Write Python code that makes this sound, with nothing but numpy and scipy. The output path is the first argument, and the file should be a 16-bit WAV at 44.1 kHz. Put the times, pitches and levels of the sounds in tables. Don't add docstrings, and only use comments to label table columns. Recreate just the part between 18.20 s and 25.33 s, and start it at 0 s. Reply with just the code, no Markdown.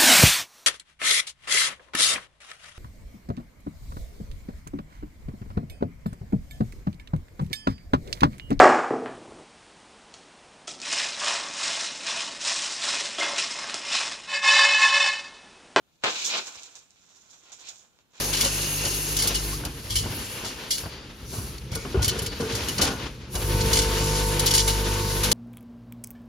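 import sys
import numpy as np
from scipy import signal
from scipy.fft import rfft, irfft, next_fast_len
from scipy.io import wavfile

SR = 44100
rng = np.random.default_rng(int(sys.argv[2]) if len(sys.argv) > 2 else 0)


def generate_wav(signal):
    frames = np.transpose(np.atleast_2d(signal))
    scaled = np.clip(frames, -1, 1) * 32767
    pcm = np.round(scaled).astype(np.int16)
    wavfile.write(sys.argv[1], SR, pcm)


N = 314433
T = np.arange(N) / SR
HZ = np.maximum(np.fft.rfftfreq(next_fast_len(N), 1 / SR), 1)

# full stroke from in seconds, switched off at in seconds, hum reference level in dB.
FIRST_FEEDER_RUNS = [(0.0, 1.355, -38.5)]
BRIEF_FEEDER_RUNS = [(1.76, 1.85, -35.5)]
SECOND_FEEDER_RUNS = [(5.33, 8.0, -27)]
# multiple of the mains pitch, level against the hum reference in dB.
FIRST_FEEDER_ORDERS = [(1, 11), (2, -4), (3, -2), (5, -1), (6, 3.5), (7, 2.5), (8, 0.5), (9, 0)]
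BRIEF_FEEDER_ORDERS = [(1, -1), (2, -0.5), (3, -12)]
SECOND_FEEDER_ORDERS = [(1, 6), (2, -7.5), (3, -8), (4, -17), (5, -7), (6, -13.5), (7, -1.5), (8, -5),
                        (9, 4), (10, 1.5), (18, 1), (19, -5), (21, -10.5), (22, -10), (23, -14), (30, -7.5)]
MAINS_HZ = 50.0
RUN_UP_DB_PER_S, RUN_DOWN_DB_PER_S = 95, 60
BUZZ_DB = -13.5

# frequency in Hz, relative level in dB per Hz.
RUMBLE_COLOUR = [(21, -37), (35, 12), (65, 3.5), (91, -11), (117, -2.5), (172, -9.5), (253, -14),
                 (400, -18), (520, -22), (880, -120)]
DRONE_COLOUR = [(120, -11), (200, 0.5), (470, 0.5), (730, -8.5), (900, -3.5), (1200, -6), (1500, -5),
                (2000, -6.5), (3000, -5), (5000, -10), (9000, -21), (16000, -46)]
SCREW_COLOUR = [(900, -7.5), (1500, -10), (2200, -7.5), (3000, -8), (4500, 1), (6200, -1), (8000, 2),
                (10500, 0.5), (13000, -6), (14500, -2.5), (15700, 4)]
# time in seconds, level in dB.
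RUMBLE_LEVEL = [(0.0, -41), (0.5, -41), (1.35, -34.5), (1.67, -33.5), (1.87, -26), (2.06, -39),
                (2.8, -40.5), (3.22, -29), (3.5, -31), (3.62, -30.5), (3.95, -28.5), (4.31, -35.5),
                (4.63, -26.5), (4.96, -34), (5.3, -25.5), (5.86, -28), (6.5, -33.5), (7.13, -30)]
DRONE_LEVEL = [(0.0, -34), (0.75, -38.5), (1.1, -34), (1.67, -45.5), (1.9, -39.5), (2.46, -39.5),
               (2.8, -45.5), (3.53, -48.5), (3.95, -35), (4.1, -41), (4.31, -35.5), (4.68, -32),
               (4.94, -44), (5.15, -51), (5.22, -38), (5.58, -30.5), (7.13, -34)]
RATTLE_LEVEL = [(0.0, -23.5), (0.75, -25.5), (1.35, -28.5), (1.45, -41.5), (1.87, -36.5), (2.06, -33),
                (2.46, -43), (2.62, -34.5), (2.8, -61), (3.05, -48.5), (3.15, -33), (3.5, -53),
                (3.62, -38.5), (3.85, -46), (3.97, -35), (4.08, -45.5), (4.31, -33.5), (4.53, -31.5),
                (4.73, -38), (4.85, -50), (4.95, -51), (5.07, -69), (5.14, -33), (5.22, -29.5),
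                (5.58, -26.5), (7.13, -27)]
# frequency in Hz, width in Hz, relative level in dB.
TRACK_MODES = [(2965, 63, 7.5), (3660, 37, -3.5), (4160, 13, -11), (4230, 14, -10), (4460, 8.3, 3),
               (4700, 10, 3), (5070, 15, -1), (5680, 53, 3.5), (6230, 22, 11), (6640, 36, 7),
               (7500, 36, 12), (9800, 20, -1)]

# start in seconds, end in seconds, frequency in Hz, width in Hz, level in dB.
HISS_BANDS = [(0.0, 1.45, 6490, 40, -39.5), (0.116, 1.398, 2800, 250, -38.5),
              (1.722, 2.624, 2770, 297, -46), (2.61, 2.924, 4650, 200, -50), (3.044, 3.362, 5940, 120, -52),
              (3.505, 3.733, 2270, 200, -46), (4.05, 4.208, 4500, 303, -41.5)]
HISS_RISE_S, HISS_HOLD_SHARE = 0.016, 0.45

# start in seconds, nominal peak in dB, decay t60 in seconds,
# best-excited pitch in Hz, spray above 8 kHz against the rest in dB.
HANDFULS = [(0.13, -25, 0.31, 4250, 4), (0.168, -29, 0.22, 2840.0, -6), (0.207, -21.5, 0.18, 5120.0, 7),
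            (0.245, -23.5, 0.17, 2940, 3.5), (0.6506, -24.5, 0.1, 2890.0, 2),
            (0.966, -21.5, 0.08, 4670, 10), (0.9876, -23.5, 0.19, 4650.0, 6), (1.02, -24, 0.27, 4900, 7),
            (1.072, -22.5, 0.15, 5920.0, 11), (1.144, -26, 0.21, 2970, 3), (1.158, -33, 0.12, 4300, -3),
            (1.45, -29, 0.073, 5000.0, 11), (1.699, -32, 0.43, 3300, 4.5), (1.754, -25, 0.38, 3100, 5),
            (2.245, -33.0, 0.43, 4970, 0), (2.506, -22.5, 0.28, 4300, 4), (2.58, -30, 0.073, 6500.0, 10),
            (3.38, -35.5, 0.031, 4420, 5), (3.515, -41, 0.91, 2220, 1), (3.551, -30, 0.078, 4910.0, 12),
            (3.8197, -27, 0.12, 3530.0, 3), (3.8267, -22.5, 0.089, 6420.0, 2),
            (3.844, -20.5, 0.12, 4830, 5), (3.8794, -22.5, 0.1, 3000, 11), (3.891, -25, 0.13, 4410.0, -10),
            (3.9764, -36, 0.051, 4050.0, -5), (3.988, -27.5, 0.074, 6400.0, 7),
            (4.018, -36.5, 0.23, 3660, 13), (4.061, -26, 0.09, 6850, 4), (4.203, -34.5, 0.16, 2650.0, -21),
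            (4.3209, -35, 0.31, 2830, -8), (4.35, -28, 0.14, 4960, 4), (4.484, -26.5, 0.12, 3070, 8),
            (4.5805, -23, 0.092, 4420, -1), (4.613, -20, 0.28, 6500, 3), (4.675, -28, 0.046, 3150, -4),
            (5.1525, -27.5, 0.082, 2850, 8), (5.4065, -25, 0.12, 4430, -2), (5.4565, -32, 0.092, 2780.0, 7),
            (5.53, -15.5, 0.09, 4240, 5), (5.554, -26, 0.3, 2970.0, 1), (5.57, -22.5, 0.13, 2920, -1),
            (5.588, -18.5, 0.076, 4300, -7), (5.615, -26.5, 0.21, 6140.0, 3),
            (5.952, -30.5, 0.22, 6090.0, -1), (6.1935, -20, 0.09, 4030.0, 9),
            (6.259, -20.5, 0.093, 3900, 12), (6.267, -21, 0.05, 4580, 2), (6.2745, -18, 0.05, 6000, 3),
            (6.2805, -22.5, 0.088, 3550, -3), (6.307, -18.5, 0.11, 5700, 3), (6.337, -19, 0.11, 4600, 7),
            (6.346, -21.5, 0.29, 4740, 6), (6.3773, -15, 0.078, 4260, -1), (6.39, -18.5, 0.14, 4170, -4),
            (6.476, -23.0, 0.28, 3800, 7), (7.032, -23, 0.23, 4050, 8), (7.1147, -15.0, 0.09, 3960, 6.5)]
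# frequency in Hz, relative level in dB, ringing t60 in seconds.
CHUTE_MODES = [(2260, -8, 0.024), (2897, -10, 0.11), (3066, -4.5, 0.041), (3296, -4.5, 0.032),
               (3630, -5.5, 0.035), (3926, -6, 0.04), (4430, -7.5, 0.058), (4560, -4, 0.014),
               (4810, -20, 0.014), (4980, -26, 0.015), (5850, -7, 0.041), (6700, -41, 0.26),
               (9110, 6.5, 0.02)]
CONTACTS_PER_S, CONTACT_SIZE_DB = 2100, -2
SPRAY_BLUR, SPRAY_LUMP_DB = 2.4, 1.16
SPRAY_RISE_S = 0.0036
TREBLE_SHARE, CHUTE_DRIVE_SHARE = 0.64, 0.58
CHUTE_STRIKE_DB = 11.5
TICK_DB, TICK_T60_S, TICK_LOW_HZ = -1.5, 0.028, 1480

STEPS, FIRST_STEP_S, STEP_S, STEP_FADE_DB = 7, 0.257, 0.4, 6.5
STEP_DB, STEP_THUMP_DB, STEP_CRASH_DB = -19, -35.5, -30
STEP_HZ, STEP_T60_S = 550, 0.11
STEP_LEAD_S, STEP_LEAD_DB = 0.022, -2

# start in seconds, nominal peak in dB, low thump in dB,
# broad crash in dB, best-excited pitch in Hz, shudder t60 in seconds.
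JAW_KNOCKS = [(3.129, -36.5, -48, -37.5, 417, 0.61), (3.186, -39, -25.5, -36, 404, 0.14),
              (3.521, -40, -20, -34.5, 496, 0.25), (3.556, -26, -50, -35, 513, 0.31),
              (3.65, -27.5, -49, -28.5, 387, 0.094), (3.7442, -17, -24, -24.5, 393, 0.13),
              (3.7745, -33, -12.5, -29.5, 950, 0.37), (3.807, -21.5, -18.5, -33, 320, 0.16),
              (3.878, -33, -20, -44, 413, 0.2), (3.914, -23, -24, -37, 410, 0.15),
              (3.955, -26, -43, -30, 460, 0.13), (3.983, -25, -40, -40, 487, 0.093),
              (4.02, -27, -22, -37.5, 426, 0.18), (4.071, -30, -26, -42, 420, 0.14),
              (4.2, -21, -41, -28.5, 465, 0.28), (4.23, -21, -33, -44, 477, 0.46),
              (4.334, -32, -22, -46, 434, 0.9), (4.592, -16.5, -31, -23.5, 340, 0.22),
              (4.619, -16, -24, -22.5, 780, 0.31), (4.676, -18, -46, -29.5, 920, 0.48),
              (5.144, -40, -28, -31, 507, 0.6)]
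# frequency in Hz, relative level in dB, ringing t60 in seconds.
FRAME_MODES = [(262, 9, 0.2), (297, 4.5, 0.25), (396, 10.5, 0.08), (431, 4.5, 0.16), (463.3, 9, 0.16),
               (540, 2.5, 0.081), (790, -5, 0.15), (1010, -10, .1), (1200, 9, .08), (1440, 14, 0.11)]
BASE_MODES = [(79.4, 4, 0.079), (96.7, 9, 0.1), (112, 2, 0.1), (161.5, -4.5, 0.21)]
# frequency in Hz, relative level in dB per Hz.
CRASH_COLOUR = [(150, 14.5), (400, 10), (900, 6.5), (1500, 4.5), (2000, -10.5), (3000, -1), (4000, -31),
                (16000, -53)]
FRAME_STRIKE_DB, BASE_STRIKE_DB = -12, -11.5
BASE_SHUDDER_DB = -43

# time in seconds, pitch in Hz, level in dB.
SQUEAK_GLIDE = [(1.315, 1026, -58), (1.33, 1060, -43), (1.356, 1280, -42), (1.375, 1320, -65)]
# start in seconds, end in seconds, pitch in Hz, level in dB.
SETTLING_TONES = [(5.1502, 5.6, 100, -33), (5.4059, 5.74, 63.8, -29)]

# frequency in Hz, likeness from 0 to 1.
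PORT_LIKENESS = [(60, 0.99), (300, 0.96), (640, 0.91), (1400, 0.42), (2500, 0.55), (4500, 0.59),
                 (6500, 0.44), (7600, 1), (16000, 1)]
# frequency in Hz, lead of the left in half turns.
PORT_PHASE = [(20, 0), (400, 0), (690, .16), (2070, -.03), (2930, .29), (3960, -.06), (5000, .16),
              (6290, -.16), (6900, -.4), (7600, -.9), (8900, -1.1), (10300, -1.85), (13000, -2.15),
              (14000, -2.9), (16000, -3.1)]
# frequency in Hz, left minus right in dB.
PORT_BALANCE = [(60, .6), (200, .4), (400, 0), (1000, 1.5), (2400, 3), (4400, 2), (6500, 1), (7500, 0)]
LOW_CUT_HZ, CUTOFF_HZ = 61.8, 15800


def from_db(db):
    return 10 ** (np.asarray(db) / 20)


def rms_one(x):
    return x / np.sqrt(np.mean(x ** 2) + 1e-20)


def in_time(rows):
    s, *columns = np.transpose(rows)
    return [np.interp(T, s, column) for column in columns]


def at_hz(points, hz):
    at, value = np.transpose(points)
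    return np.interp(np.log(hz), np.log(np.maximum(at, 1)), value)


def shaped(x, response):
    size = next_fast_len(N)
    return irfft(rfft(x, size) * response, size)[..., :N]


def drift(rate):
    r = np.exp(-2 * np.pi * rate * 40 / SR)
    slow = signal.lfilter([1], [1, -2 * r, r * r], rng.standard_normal(N // 40 + 2002))
    slow = slow[2000:]
    return np.interp(np.arange(N) / 40, np.arange(len(slow)), rms_one(slow))


def ring(x, hz, t60):
    r, w = from_db(-60 / (t60 * SR)), 2 * np.pi * hz / SR
    return signal.lfilter([0, np.sin(w)], [1, -2 * r * np.cos(w), r * r], x + 1e-18)


def t60_of(width_hz):
    return np.log(1000) / np.pi / width_hz


def bursts(at_s, peak_db, t60, rise_s):
    power = np.zeros(N)
    for s, db, decay in zip(at_s, peak_db, t60):
        first = int(s * SR)
        age = T[:min(int(decay * SR), N - first)]
        shape = (1 - np.exp(-age / rise_s)) * from_db(db - 60 * age / decay)
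        power[first:first + len(age)] += shape ** 2
    return np.sqrt(power)


def strikes(at_s, peak_db):
    clicks = np.zeros(N)
    clicks[(at_s * SR).astype(int)] = from_db(peak_db)
    return np.array([clicks, np.roll(clicks, 90)])


def feeder(runs, orders, peak_s, waver_db):
    spells_db = []
    for full, off, db in runs:
        run_up = RUN_UP_DB_PER_S * np.maximum(full - T, 0)
        run_down = RUN_DOWN_DB_PER_S * np.maximum(T - off, 0)
        spells_db.append(db - run_up - run_down)
    hum_db = np.max(spells_db, axis=0)
    turn = 2 * np.pi * MAINS_HZ * (T - peak_s)
    phases = rng.uniform(0, 2 * np.pi, len(orders))
    tones = 0
    for (k, db), phase in zip(orders, phases):
        upper = k > 4
        level_db = hum_db + upper * BUZZ_DB + db + waver_db * drift(2.56)
        tones = tones + from_db(level_db) * np.cos(k * turn + upper * phase)
    hum = np.sqrt(2) * tones
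    return np.array([hum, np.roll(hum, 170)])


def machine_noise(level_db, colour, patchy_db, rate):
    noise = shaped(rng.standard_normal((2, N)), from_db(at_hz(colour, HZ)))
    return from_db(level_db + patchy_db * drift(rate)) * rms_one(noise)


def track_rattle(level_db, per_s, size_db, ring_db):
    sizes = from_db(size_db * np.minimum(rng.exponential(1, (2, N)), 5))
    sizes = sizes * rng.choice([-1, 1], (2, N))
    ticks = rms_one(sizes * (rng.random((2, N)) < per_s / SR))
    ticks = ticks + 2.0 * rng.standard_normal((2, N))
    rings = 0
    for hz, width, db in TRACK_MODES:
        rings = rings + from_db(db + 4.5 * drift(3.0)) * rms_one(ring(ticks, hz, t60_of(width)))
    centres = np.geomspace(1000, 13000, num=8)
    shares = np.exp(-(np.log2(HZ / centres[:, None]) / .5) ** 2) + 1e-9
    colour = from_db(at_hz(SCREW_COLOUR, HZ))
    broad = 0
    for share in shares / shares.sum(axis=0):
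        broad = broad + from_db(2.7 * drift(4.8)) * shaped(ticks, colour * share)
    mix = rms_one(broad) + from_db(ring_db) * rms_one(rings)
    return from_db(level_db + 0.37 * drift(33)) * rms_one(mix)


def hiss_bands():
    out = 0
    for start, end, hz, width, db in HISS_BANDS:
        risen = start + HISS_RISE_S
        held = risen + HISS_HOLD_SHARE * (end - start)
        swell = np.interp(T, [start, risen, held, end], [0, 1, 1, 0])
        band = rms_one(ring(rng.standard_normal((2, N)), hz, t60_of(width)))
        out = out + from_db(db) * swell * band
    return out


def clatter(ring_db, reach_db):
    s, peak_db, t60, best_hz, treble_db = np.transpose(HANDFULS)
    sizes = from_db(CONTACT_SIZE_DB * np.minimum(rng.exponential(1, N), 2.5))
    contacts = rms_one(sizes * (rng.random(N) < CONTACTS_PER_S / SR))
    density = (contacts + SPRAY_BLUR) * from_db(SPRAY_LUMP_DB * drift(153))
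    grain = rng.standard_normal((2, N)) * rms_one(density)

    colour = from_db(at_hz(SCREW_COLOUR, HZ)) / (1 + (2400 / HZ) ** 4)
    below = 1 / (1 + (HZ / 8200) ** 8)
    spray = bursts(s, peak_db, t60, SPRAY_RISE_S) * rms_one(shaped(grain, colour * below))
    treble = rms_one(shaped(grain, colour * (1 - below)))
    spray += bursts(s, peak_db + treble_db, TREBLE_SHARE * t60, 0.0027) * treble
    tick = bursts(s, peak_db + TICK_DB, np.full(len(s), TICK_T60_S), 0.0014)
    spray += tick * rms_one(shaped(grain, below / (1 + (TICK_LOW_HZ / HZ) ** 4)))

    strength_db = rng.normal(0, 2.5, (len(s), len(CHUTE_MODES)))
    rings = 0
    for k, (hz, db, decay) in enumerate(CHUTE_MODES):
        off_pitch_db = np.minimum(reach_db * np.abs(np.log2(hz / best_hz)), 9)
        level_db = peak_db + db + strength_db[:, k] - off_pitch_db
        drive = strikes(s, level_db + CHUTE_STRIKE_DB)
        drive = drive + bursts(s, level_db, CHUTE_DRIVE_SHARE * t60, 0.0035) * grain
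        rings = rings + (-1) ** k * ring(drive, hz, decay)
    return spray + from_db(ring_db) * rings


def conveyor_steps():
    rows = []
    for k in range(STEPS):
        for lead_s, lead_db in [(STEP_LEAD_S, STEP_LEAD_DB), (0, 0)]:
            at_s = FIRST_STEP_S + k * STEP_S - lead_s
            frame_db = STEP_DB - k * STEP_FADE_DB + lead_db
            rows.append((at_s, frame_db, STEP_THUMP_DB + lead_db, STEP_CRASH_DB + lead_db, STEP_HZ, STEP_T60_S))
    return rows


def knocks(reach_db, shudder_db, crash_share):
    s, peak_db, thump_db, crash_db, best_hz, t60 = np.transpose(conveyor_steps() + JAW_KNOCKS)
    shaking = rng.standard_normal((2, N)) * from_db(2 * drift(95))
    crash = rms_one(shaped(shaking, from_db(at_hz(CRASH_COLOUR, HZ))))
    out = bursts(s, crash_db, crash_share * t60, 0.0009) * crash
    for k, (hz, db, decay) in enumerate(FRAME_MODES):
        level_db = peak_db + db - np.minimum(reach_db * np.abs(np.log2(hz / best_hz)), 18)
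        drive = strikes(s, level_db + FRAME_STRIKE_DB)
        drive = drive + bursts(s, level_db + shudder_db, t60, 0.0019) * shaking
        out += (-1) ** k * ring(drive, hz, decay)
    for hz, db, decay in BASE_MODES:
        drive = strikes(s, thump_db + BASE_STRIKE_DB + db)
        drive = drive + bursts(s, thump_db + db + BASE_SHUDDER_DB, t60, 0.0018) * shaking
        out += ring(drive, hz, decay)
    return out


def squeak():
    hz, db = in_time(SQUEAK_GLIDE)
    tone = from_db(db + 4.5 * drift(70)) * np.sin(2 * np.pi * np.cumsum(hz) / SR)
    return np.array([tone, tone])


def settling():
    tone = 0
    for start, end, hz, db in SETTLING_TONES:
        swell = np.sin(np.pi * np.clip((T - start) / (end - start), 0, 1))
        tone = tone + from_db(db) * swell * np.sqrt(2) * np.cos(2 * np.pi * hz * (T - start))
    return np.array([tone, tone])


def ports(common, apart):
    alike = at_hz(PORT_LIKENESS, HZ)
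    side = np.array([[1], [-1]])
    balance = from_db(side * at_hz(PORT_BALANCE, HZ) / 2)
    turn = balance * np.exp(.5j * np.pi * side * at_hz(PORT_PHASE, HZ))
    shared = shaped(common, np.sqrt((1 + alike) / 2) * turn)
    unshared = shaped(apart, side * np.sqrt((1 - alike) / 2) * turn)
    return shared + unshared


def scene():
    (rumble_db,), (drone_db,), (rattle_db,) = in_time(RUMBLE_LEVEL), in_time(DRONE_LEVEL), in_time(RATTLE_LEVEL)
    hum = feeder(FIRST_FEEDER_RUNS, FIRST_FEEDER_ORDERS, peak_s=0.0106, waver_db=2.5)
    hum = hum + feeder(BRIEF_FEEDER_RUNS, BRIEF_FEEDER_ORDERS, peak_s=0.0113, waver_db=-1.5)
    hum = hum + feeder(SECOND_FEEDER_RUNS, SECOND_FEEDER_ORDERS, peak_s=0.0102, waver_db=2.14)
    rumble = machine_noise(rumble_db, RUMBLE_COLOUR, patchy_db=1.5, rate=7.6)
    drone = machine_noise(drone_db, DRONE_COLOUR, patchy_db=2.5, rate=12.0)
    rattle = track_rattle(rattle_db, per_s=2500, size_db=2.0, ring_db=-15.0)
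    screws = clatter(ring_db=-14.5, reach_db=65)
    blows = knocks(reach_db=53, shudder_db=-39.0, crash_share=1.09)
    fields = hum + rumble + drone + rattle + hiss_bands() + screws + blows + squeak() + settling()
    return ports(*fields)


def record(dry):
    dry = shaped(dry, 1 / np.sqrt(1 + (LOW_CUT_HZ / HZ) ** 8))
    top_cut = signal.ellip(12, .5, 75, CUTOFF_HZ, fs=SR, output="sos")
    return signal.sosfilt(top_cut, dry)


dry = scene()
out = record(dry)
generate_wav(out)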